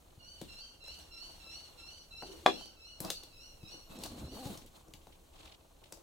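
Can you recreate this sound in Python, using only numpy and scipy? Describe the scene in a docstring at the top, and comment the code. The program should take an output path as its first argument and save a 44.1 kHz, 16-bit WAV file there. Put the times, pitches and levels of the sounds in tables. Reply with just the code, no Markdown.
"""Outdoors, between near shed walls and the far walls of a yard, hands work a plastic cable tie
through holes in two plywood panels. Fingers and tie knock and rub: pushes ring the panel's modes, friction is noise.
A knife handle slips, then the knife drops on the panel as a crack and decaying modes.
The tie squeaks and jerks in the hole, and its teeth buzz over the edge as a harmonic tone.
A bird repeats a rising call with far echoes, over low rumble and hiss made of shaped noise."""
import sys
import numpy as np
from scipy import signal
from scipy.fft import rfft, irfft, next_fast_len
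from scipy.io import wavfile
from scipy.ndimage import map_coordinates

SR = 44100
rng = np.random.default_rng(int(sys.argv[2]) if len(sys.argv) > 2 else 0)


def to_wav(s):
    """Save 16-bit WAV."""
    ch = np.atleast_2d(s).T  # columns
    pcm = np.round(np.clip(ch, -1, 1) * 32767)  # PCM
    wavfile.write(sys.argv[1], SR, pcm.astype(np.int16))


def magnitude_from_level(level_db):
    """Linear magnitude for a level in decibels (20 dB per decade)."""
    exponent = np.asarray(level_db, float) / 20
    return 10 ** exponent


N = 265482

# resonances of the plywood panel: (frequency [Hz], bandwidth [Hz], relative level [dB])
PANEL_MODES = [(109, 81, -8), (191, 65, 2), (268.4, 34, -5.5), (316, 32, 4.5), (538, 85, -0.5),
               (643, 59, 3.5), (812, 200, 0), (1129, 250, -2), (1590, 360, -13)]
# correlation of left and right in diffuse noise: (frequency [Hz], correlation [1])
CORRELATION = [(60, 0.98), (150, 1), (380, 0.44), (950, 0.052), (2380, 0.0235), (5980, 0.79), (15000, 0.89)]


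def unit(x):
    """Normalisation of a signal to an rms of 1."""
    return x / np.sqrt(np.mean(x ** 2) + 1e-20)


def along(points, hz):
    """Interpolation of (frequency, value) points on a logarithmic frequency axis."""
    f, v = np.transpose(points)
    return np.interp(np.log(hz + 1), np.log(f + 1), v)


def curves(rows):
    """Linear interpolation in time, a curve per column; the last, a level, is -140 dB outside the rows."""
    s, *cols = np.transpose(rows)
    t = np.arange(N) / SR
    return [np.interp(t, s, c) for c in cols[:-1]] + [np.interp(t, s, cols[-1], -140, -140)]


def wobble(rate):
    """Band-limited random modulation: a smooth curve through `rate` random knots a second."""
    knots = rng.standard_normal(int(N * rate / SR) + 4)
    return map_coordinates(knots, [np.arange(N) * rate / SR])


def filtered(x, response):
    """Linear filtering: the spectrum of x times a response over frequency in Hz."""
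    m = next_fast_len(x.shape[-1] + 8192)
    return irfft(rfft(x, m) * response(np.fft.rfftfreq(m, 1 / SR)), m)[..., :x.shape[-1]]


def modes(table):
    """Modal superposition: second-order resonances (Hz, width in Hz, dB), summed with alternating sign."""
    def response(f):
        return sum((-1) ** k * magnitude_from_level(db) * 1j * f * width / (centre ** 2 - f ** 2 + 1j * f * width)
                   for k, (centre, width, db) in enumerate(table))
    return response


def rush(spectrum, correlation):
    """Partly coherent field: stereo noise of rms 1, its mid and side shares set by the correlation."""
    def response(hz):
        turn = np.arccos(np.clip(along(correlation, hz), -1, 1)) / 2
        return magnitude_from_level(along(spectrum, hz)) * [np.cos(turn), np.sin(turn)]
    mid, side = filtered(rng.standard_normal((2, N)), response)
    return unit(np.array([mid + side, mid - side]))


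def echoes(x, walls, delay):
    """Reverberation: convolution with noise tails in which each frequency has its own decay time."""
    out, step = np.zeros((2, N + SR)), SR // 4
    for i in range(0, N, step):  # a fresh tail each quarter second: the path changes as things move
        hz, t, z = signal.stft(rng.standard_normal((2, SR // 2)), SR, nperseg=256)
        decay = magnitude_from_level(-60 * t / along(walls, hz)[:, None])
        tail = signal.istft(z * decay, SR, nperseg=256)[1]
        tail = tail / np.linalg.norm(tail[0])
        wet = signal.fftconvolve(np.atleast_2d(x)[:, i:i + step], tail, axes=1)
        out[:, i + round(delay * SR):][:, :wet.shape[1]] += wet
    return out[:, :N]


def strokes(rows, rest_db):
    """Energy addition: levels in dB of (middle, length, dB, ..) swells over a resting level per column."""
    edge_db, bluntness = 5.5, 2  # fall at the ends of a stroke; power of its fall from the middle
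    middle, length, *levels = np.transpose(rows)
    t = np.arange(0, N + 128, 128) / SR
    fall = edge_db * np.abs(2 * (t[:, None] - middle) / length) ** bluntness
    out = []
    for db, rest in zip(levels, rest_db):
        power = np.sum(magnitude_from_level(db - fall) ** 2, axis=1) + magnitude_from_level(rest) ** 2
        out.append(np.interp(np.arange(N) / SR, t, 10 * np.log10(power)))
    return out


def air():
    """Diffuse background: slowly swelling rumble and hiss, and a resonant low drone alike at both ports."""
    # rumble and hiss: (frequency [Hz], relative spectral level [dB])
    air_spectrum = [(12, -27), (20, 0.5), (60, -9.5), (120, -17), (150, -16.5), (198, -26.5), (248, -18.5),
                    (347, -23), (513, -19.5), (1120, -35), (1860, -37.5), (2990, -35), (3740, -45),
                    (6180, -34.5), (16000, -40)]
    # a far low drone: (time [s], level [dB])
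    drone_level = [(0, -68), (1.3, -65), (2.3, -64), (3.8, -77), (4.2, -63), (6.02, -76)]
    drone = unit(filtered(rng.standard_normal(N), lambda f: modes([(70, 18, 0)])(f) ** 2))
    noise = magnitude_from_level(-62 + 0.95 * wobble(2.5)) * rush(air_spectrum, CORRELATION)
    return noise + magnitude_from_level(curves(drone_level)[0]) * drone


def bird():
    """Source and filter: a gliding, roughened harmonic series under a throat envelope, with far echoes."""
    # calls: (start [s], crest [s], lowest pitch [Hz], crest pitch [Hz], relative level [dB])
    calls = [(0.194, 0.301, 1423, 1518, -62), (0.481, 0.622, 1342, 1528, -59),
             (0.808, 0.92, 1305, 1502, -58.5), (1.111, 1.233, 1333, 1531, -57.5),
             (1.402, 1.563, 1324, 1494, -58.5), (1.777, 1.911, 1346, 1522, -58.5),
             (2.111, 2.237, 1320, 1514, -57), (2.463, 2.584, 1341, 1526, -55),
             (2.767, 2.882, 1305, 1458, -63.5), (3.046, 3.143, 1310, 1491, -60.5),
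             (3.318, 3.434, 1295, 1463, -65), (3.609, 3.723, 1286, 1469, -63.5),
             (3.895, 4.024, 1283, 1493, -68.5), (4.201, 4.329, 1332, 1507, -66)]
    # envelope over the harmonics: (frequency [Hz], relative level [dB])
    throat = [(1300, -17), (2800, 2.5), (4200, 8.5), (5800, 2), (7200, -21), (8000, -16), (9200, -14),
              (11000, -37)]
    # far walls: (frequency [Hz], decay time to -60 dB [s])
    yard_walls = [(1000, 1), (3000, 0.41), (6000, 0.39)]
    crest_db, crest_follows = -58, 0.31  # usual crest; share of a call's extra level that reaches it
    dip_s, dip_hz, climb_s = .03, 46.1, .05  # opening dip, its depth, final climb to the crest
    hold_s, sag_s, fade_s = .06, .095, .125  # after the crest: hold, sag, silence
    hold_hz, hold_db, sag_hz, sag_db = 30.05, -7.5, 110, -7.5  # change of pitch and level by then
    opening_tilt_db = -6  # per harmonic, while the beak opens

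    rows = []  # (s, Hz, tilt dB per harmonic, dB)
    for start, crest, low, top, db in calls:
        top_db = crest_db + crest_follows * (db - crest_db)
        rows += [(start - .012, low + 60, opening_tilt_db, -95),
                 (start, low + dip_hz, opening_tilt_db, db - 6.5),
                 (start + dip_s, low, opening_tilt_db / 2, db - 4.0),
                 (crest - climb_s, low + dip_hz, 0, db),
                 (crest, top, 0, top_db),
                 (crest + hold_s, top - hold_hz, 0, top_db + hold_db),
                 (crest + sag_s, top - sag_hz, 0, db + sag_db),
                 (crest + fade_s, top - 150, 0, -95)]
    hz, tilt_db, db = curves(rows)
    strain = np.clip((hz - 1250) / 300, 0, 1)  # the higher, the hoarser
    hz = hz * (1 + (.006 + .012 * strain) * wobble(160) + .006 * wobble(25))
    phase = 2 * np.pi * np.cumsum(hz) / SR
    call = np.zeros(N)
    for k in range(1, 8):
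        harmonic_db = along(throat, k * hz) + (tilt_db + 1.8 * strain) * (k - 3.5) + 4.0 * wobble(110)
        call += magnitude_from_level(harmonic_db) * np.sin(k * phase)
    call = call * magnitude_from_level(db)
    # it reaches the right port first and louder
    direct = np.array([magnitude_from_level(-5.5) * np.pad(call, (46, 0))[:N], call])
    return magnitude_from_level(-4.0) * direct + magnitude_from_level(-0.5) * echoes(call, yard_walls, delay=.006)


def rubbing():
    """Friction noise: uneven grains of skin and tie on wood drive the panel's modes and hiss."""
    # strokes over the wood: (middle [s], length [s], panel rumble level [dB], hiss level [dB])
    rubs = [(0.5, 0.27, -65.5, -63), (0.98, 0.19, -64, -61.5), (1.32, 0.32, -63.5, -63.5),
            (1.65, 0.63, -66, -64), (1.9, 0.082, -67, -69.5), (2.35, 0.19, -61, -61),
            (2.57, 0.19, -61, -60.5), (3.07, 0.09, -47.5, -55), (3.2, .16, -64.5, -67.5),
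            (3.74, 0.136, -60.5, -66), (3.94, 0.083, -54, -60), (4.045, .07, -51, -53.5),
            (4.12, 0.074, -61, -60), (4.21, 0.14, -56, -58.5), (4.36, .07, -57.5, -56),
            (4.49, 0.21, -53, -54), (4.77, 0.056, -61.5, -62), (4.95, 0.35, -68.5, -84),
            (5.44, 0.17, -59.5, -66), (5.94, 0.18, -65, -71.5)]
    # fingertips sliding on the tie: (middle [s], length [s], level [dB])
    slides = [(4.62, 0.086, -71), (5.14, 0.033, -64.5), (5.46, 0.15, -58), (5.86, 0.049, -64)]
    # rubbing hiss: (frequency [Hz], relative spectral level [dB])
    hiss_spectrum = [(880, -29.5), (1500, -7), (2120, -5.5), (4370, 2), (4730, -8), (7690, -6),
                     (12000, -17.5), (16000, -25)]
    # the resting levels are those of hands lying on the board
    rumble_db, hiss_db = strokes(rubs, rest_db=(-69.5, -75))
    grains = rng.standard_normal((2, N)) * magnitude_from_level(3 * wobble(110))
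    grains = 0.093 * grains[0] + .5 * grains  # a small part of the left grains is heard at the right too
    rumble = magnitude_from_level(rumble_db) * unit(filtered(grains, modes(PANEL_MODES)))
    hiss = magnitude_from_level(hiss_db + 2.4 * wobble(55)) * rush(hiss_spectrum, CORRELATION)
    skin = rng.standard_normal((2, N)) * magnitude_from_level(5.3 * wobble(120))
    skin = unit(filtered(skin, lambda f: modes([(3100, 2400, 0)])(f) ** 2))
    fizz = rush([(5000, -28.5), (9000, -1.5), (15000, -3.5)], CORRELATION)
    fizz = magnitude_from_level(1.6 * (hiss_db + 57.0) - 62.5) * fizz  # harder rubbing is brighter
    return rumble + hiss + fizz + magnitude_from_level(strokes(slides, rest_db=[-79])[0]) * skin


def handle():
    """Friction-driven resonance: the knife handle slipping over the panel keeps its modes humming."""
    # slips: (middle [s], length [s], level [dB])
    slips = [(2.255, 0.024, -54), (2.3, 0.024, -48.5), (2.34, .03, -49), (2.378, .018, -57),
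             (2.43, .03, -59)]
    hum = rng.standard_normal(N) * magnitude_from_level(2.5 * wobble(45))
    hum = filtered(hum, lambda f: modes([(360, 75, 0), (560, 140, -9)])(f) ** 2)
    return magnitude_from_level(strokes(slips, rest_db=[-120])[0]) * unit(hum)


def jerks():
    """Stick-slip: the strap jerking through the hole shakes the panel in lumps, alike at both ports."""
    # jerks: (middle [s], deep shake level [dB], low drone level [dB])
    jerk_rows = [(3.95, -63, -68), (4.002, -64, -48), (4.06, -49.5, -55.5), (4.139, -51, -49.5),
                 (4.195, -50, -48), (4.25, -50, -46), (4.33, -51.5, -52.5), (4.431, -66, -58),
                 (4.501, -55, -49.5), (4.641, -66, -57.5)]
    length = 0.058  # s
    shake_db, drone_db = strokes([(s, length, *db) for s, *db in jerk_rows], rest_db=(-120, -120))
    lumps = rng.standard_normal((2, N)) * magnitude_from_level(4 * np.array([wobble(20), wobble(60)]))
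    shake = filtered(lumps[0], lambda f: modes([(70, 90, 0)])(f) ** 2)
    drone = filtered(lumps[1], lambda f: modes([(180, 100, -4), (265, 110, 0), (560, 400, -9)])(f) ** 2)
    return magnitude_from_level(shake_db) * unit(shake) + magnitude_from_level(drone_db) * unit(drone)


def taps():
    """Impact excitation: each contact is a bright tick of noise and a soft push that rings the panel."""
    # contacts of fingers, tie and knife handle: (time [s], tick peak level [dB], knock peak level [dB],
    # tick centre frequency [Hz], knock centre frequency [Hz]), levels before panning
    contacts = [(0.1746, -77.5, -48.5, 3170, 62.6), (0.414, -36.5, -37.5, 3400, 199),
                (0.8396, -52, -54.5, 8080, 600), (0.8795, -46, -50, 1540, 570),
                (0.989, -49.5, -64, 8200, 300), (2.2232, -54.5, -34.5, 4306, 340),
                (2.232, -62, -39.5, 4000, 550), (2.6101, -48.5, -47.5, 4240, 633),
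                (2.6569, -45.5, -53, 3057, 264), (3.0031, -27.5, -36, 11100, 156.6),
                (3.0482, -30, -40.5, 5540, 161), (3.102, -21, -34.5, 3710, 513),
                (3.234, -40.5, -51.5, 3730, 340), (3.6304, -53.5, -42, 3910, 101.2),
                (3.7409, -59, -50.5, 5940, 302), (3.9003, -62, -47.5, 3790, 161),
                (3.9878, -43, -49, 8000, 247.5), (4.036, -27.5, -43, 4187, 282),
                (4.0601, -37.5, -51, 5230, 62.9), (4.455, -43, -34, 6500, 110),
                (4.4708, -45, -43, 6000, 291), (4.574, -41, -49, 5520, 86.8),
                (4.6615, -50, -60, 11500, 132), (4.882, -55, -53, 6290, 200),
                (4.9367, -38.5, -51, 3030, 107), (5.0696, -53.5, -48, 4060, 311),
                (5.839, -51, -62, 2590, 60), (5.9228, -35.5, -46, 5440, 323),
                (5.972, -51, -50.5, 5800, 323)]
    broad_db, left_db = -6.5, 3.5  # broad grit under a tick's colour; the hands work left of centre
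    # part of the knock's cycle that a blow lasts; share of the bare push beside the modes
    contact_cycles, thump = 0.23, 0.4
    out, t = np.zeros((2, N + SR)), np.arange(SR // 5) / SR
    pan = magnitude_from_level([[left_db / 2], [-left_db / 2]])
    noise = rng.standard_normal((len(contacts), 3, len(t)))
    shape = (1 - np.exp(-t / 0.0005)) * (magnitude_from_level(-60 * t / 0.019) + 0.2 * magnitude_from_level(-60 * t / .1))
    for (s, tick_db, knock_db, hz, knock_hz), (grit, dust, shake) in zip(contacts, noise):
        tick = filtered(grit * shape, modes([(hz, 0.3 * hz, 0)]))
        tick = tick + filtered(dust * shape, modes([(6000, 6300, broad_db)]))
        push = np.sin(np.pi * np.clip(t * knock_hz / contact_cycles, 0, 1))
        push = push + 1.7 * shake * magnitude_from_level(-60 * t / 0.015)  # a short scuff
        # the panel modes near the knock frequency ring most
        spot = modes([(knock_hz, .9 * knock_hz, 0)])
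        knock = filtered(push, lambda f: (modes(PANEL_MODES)(f) + thump) * spot(f))
        blow = magnitude_from_level(tick_db) * tick / np.abs(tick).max() - magnitude_from_level(knock_db) * knock / np.abs(knock).max()
        out[:, round(s * SR):][:, :len(t)] += pan * blow
    return out[:, :N]


def knife():
    """Modal impact: a faint lead-in, a sharp crack, decaying modes of blade and board, a dense rattle."""
    # knife and panel struck together: (frequency [Hz], relative level [dB], decay time to -60 dB [s])
    struck_modes = [(194, -26, 0.26), (256.2, -22, 0.29), (323, -12.5, 0.15), (513, -19.5, 0.22),
                    (390, -13.5, 0.23), (650, -7, 0.089), (738.5, -1.5, 0.064), (794.6, 5.5, 0.037),
                    (986, -4.5, 0.045), (1129.4, -2.5, 0.053), (1370, -10, 0.032), (1639, 3.5, 0.017),
                    (2453, -9.5, 0.038), (3404, -0.5, 0.033), (3530, -7.5, 0.025), (3820, -8, 0.027),
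                    (4130, -19, 0.087)]
    strike_s, strike_db = 2.4616, -18.5
    out, t = np.zeros((2, N)), np.arange(SR // 2) / SR
    rise = 1 - np.exp(-t / .0005)
    ring = np.zeros((2, len(t)))
    for hz, db, t60 in struck_modes:
        mode = magnitude_from_level(db - 60 * t / t60) * np.sin(2 * np.pi * hz * t)
        if hz < 300:  # the lowest board modes swell late
            mode = mode * (1 - np.exp(-(t * hz / 1.3) ** 2))
        ring += mode * magnitude_from_level(rng.normal(0, 1.86, (2, 1)))
    ring = ring * (1 + 0.2 * magnitude_from_level(-60 * t / 0.18))  # the first moments radiate most
    rattle = rng.standard_normal(len(t)) * (magnitude_from_level(-60 * t / .025) + .25 * magnitude_from_level(-60 * t / .15))
    rattle[12:20] -= 5  # the edge strikes first: one hard push

    def colour(f):
        bands = modes([(900, 1500, 0), (3400, 2000, -3), (5600, 2500, -4), (11000, 9000, -28)])(f)
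        return bands / (1 + 1j * f / 8000) ** 2 * 1j * f / (250 + 1j * f)
    crack = filtered(rattle, colour)
    strike = magnitude_from_level(strike_db) * rise * (-ring + magnitude_from_level(2.5) * crack) * magnitude_from_level([[1.5], [-1.5]])
    lead_in = magnitude_from_level(strike_db - 27.5) * rise * ring * magnitude_from_level(-60 * t / 0.017)
    out[:, round(strike_s * SR):][:, :len(t)] = strike
    out[:, round((strike_s - .003) * SR):][:, :len(t)] += lead_in
    return out


def tie():
    """Periodic excitation: teeth passing the edge buzz at their rate; earlier the strap squeaks in the hole."""
    # teeth over the edge: (time [s], tooth rate before a small flutter [Hz], relative level [dB])
    teeth = [(4.34, 180, -75), (4.362, 195, -57), (4.405, 255, -51), (4.445, 247, -52), (4.478, 290, -51),
             (4.497, 245, -53), (4.515, 195, -57), (4.53, 180, -80)]
    # squeak: (time [s], frequency [Hz], relative level [dB])
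    squeaks = [(3.78, 11060, -87), (3.82, 11200, -74), (3.89, 12520, -72), (3.95, 11700, -67),
               (3.99, 11570, -86)]
    rate, db = curves(teeth)
    phase = 2 * np.pi * np.cumsum(rate * (1 + 0.021 * wobble(60))) / SR
    harmonics_db = [3.5, -1, 0.5, -42, -34, -28]
    buzz = magnitude_from_level(db) * sum(magnitude_from_level(level_db) * np.sin(k * phase) for k, level_db in enumerate(harmonics_db, 1))
    hz, squeak_db = curves(squeaks)
    squeak = magnitude_from_level(squeak_db + 0.88 * wobble(58)) * np.sin(2 * np.pi * np.cumsum(hz) / SR)
    return (buzz + squeak) * magnitude_from_level([[.6], [-.6]])


def scene():
    """Superposition: close work, the answer of the near walls to its blows, the bird and the air."""
    # near walls: (frequency [Hz], decay time to -60 dB [s])
    shed_walls = [(200, 0.49), (700, 0.12), (1400, 0.088), (3700, 0.23), (10000, 0.22)]
    near = taps() + knife() + handle()
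    walls = echoes(near, shed_walls, delay=0.0088)
    walls = filtered(walls, lambda f: 1j * f / (200 + 1j * f))  # thin walls let the bass through
    return near + magnitude_from_level(-4.5) * walls + tie() + rubbing() + jerks() + bird() + air()


def roll_off(x):
    """The treble ends steeply here."""
    return signal.sosfilt(signal.butter(12, 16800, fs=SR, output="sos"), x)


def record(dry):
    """Band limitation: the microphone keeps nothing above 15900 Hz."""
    mix = filtered(dry, lambda hz: hz < 15900)
    return roll_off(mix)


dry = scene()
out = record(dry)
to_wav(out)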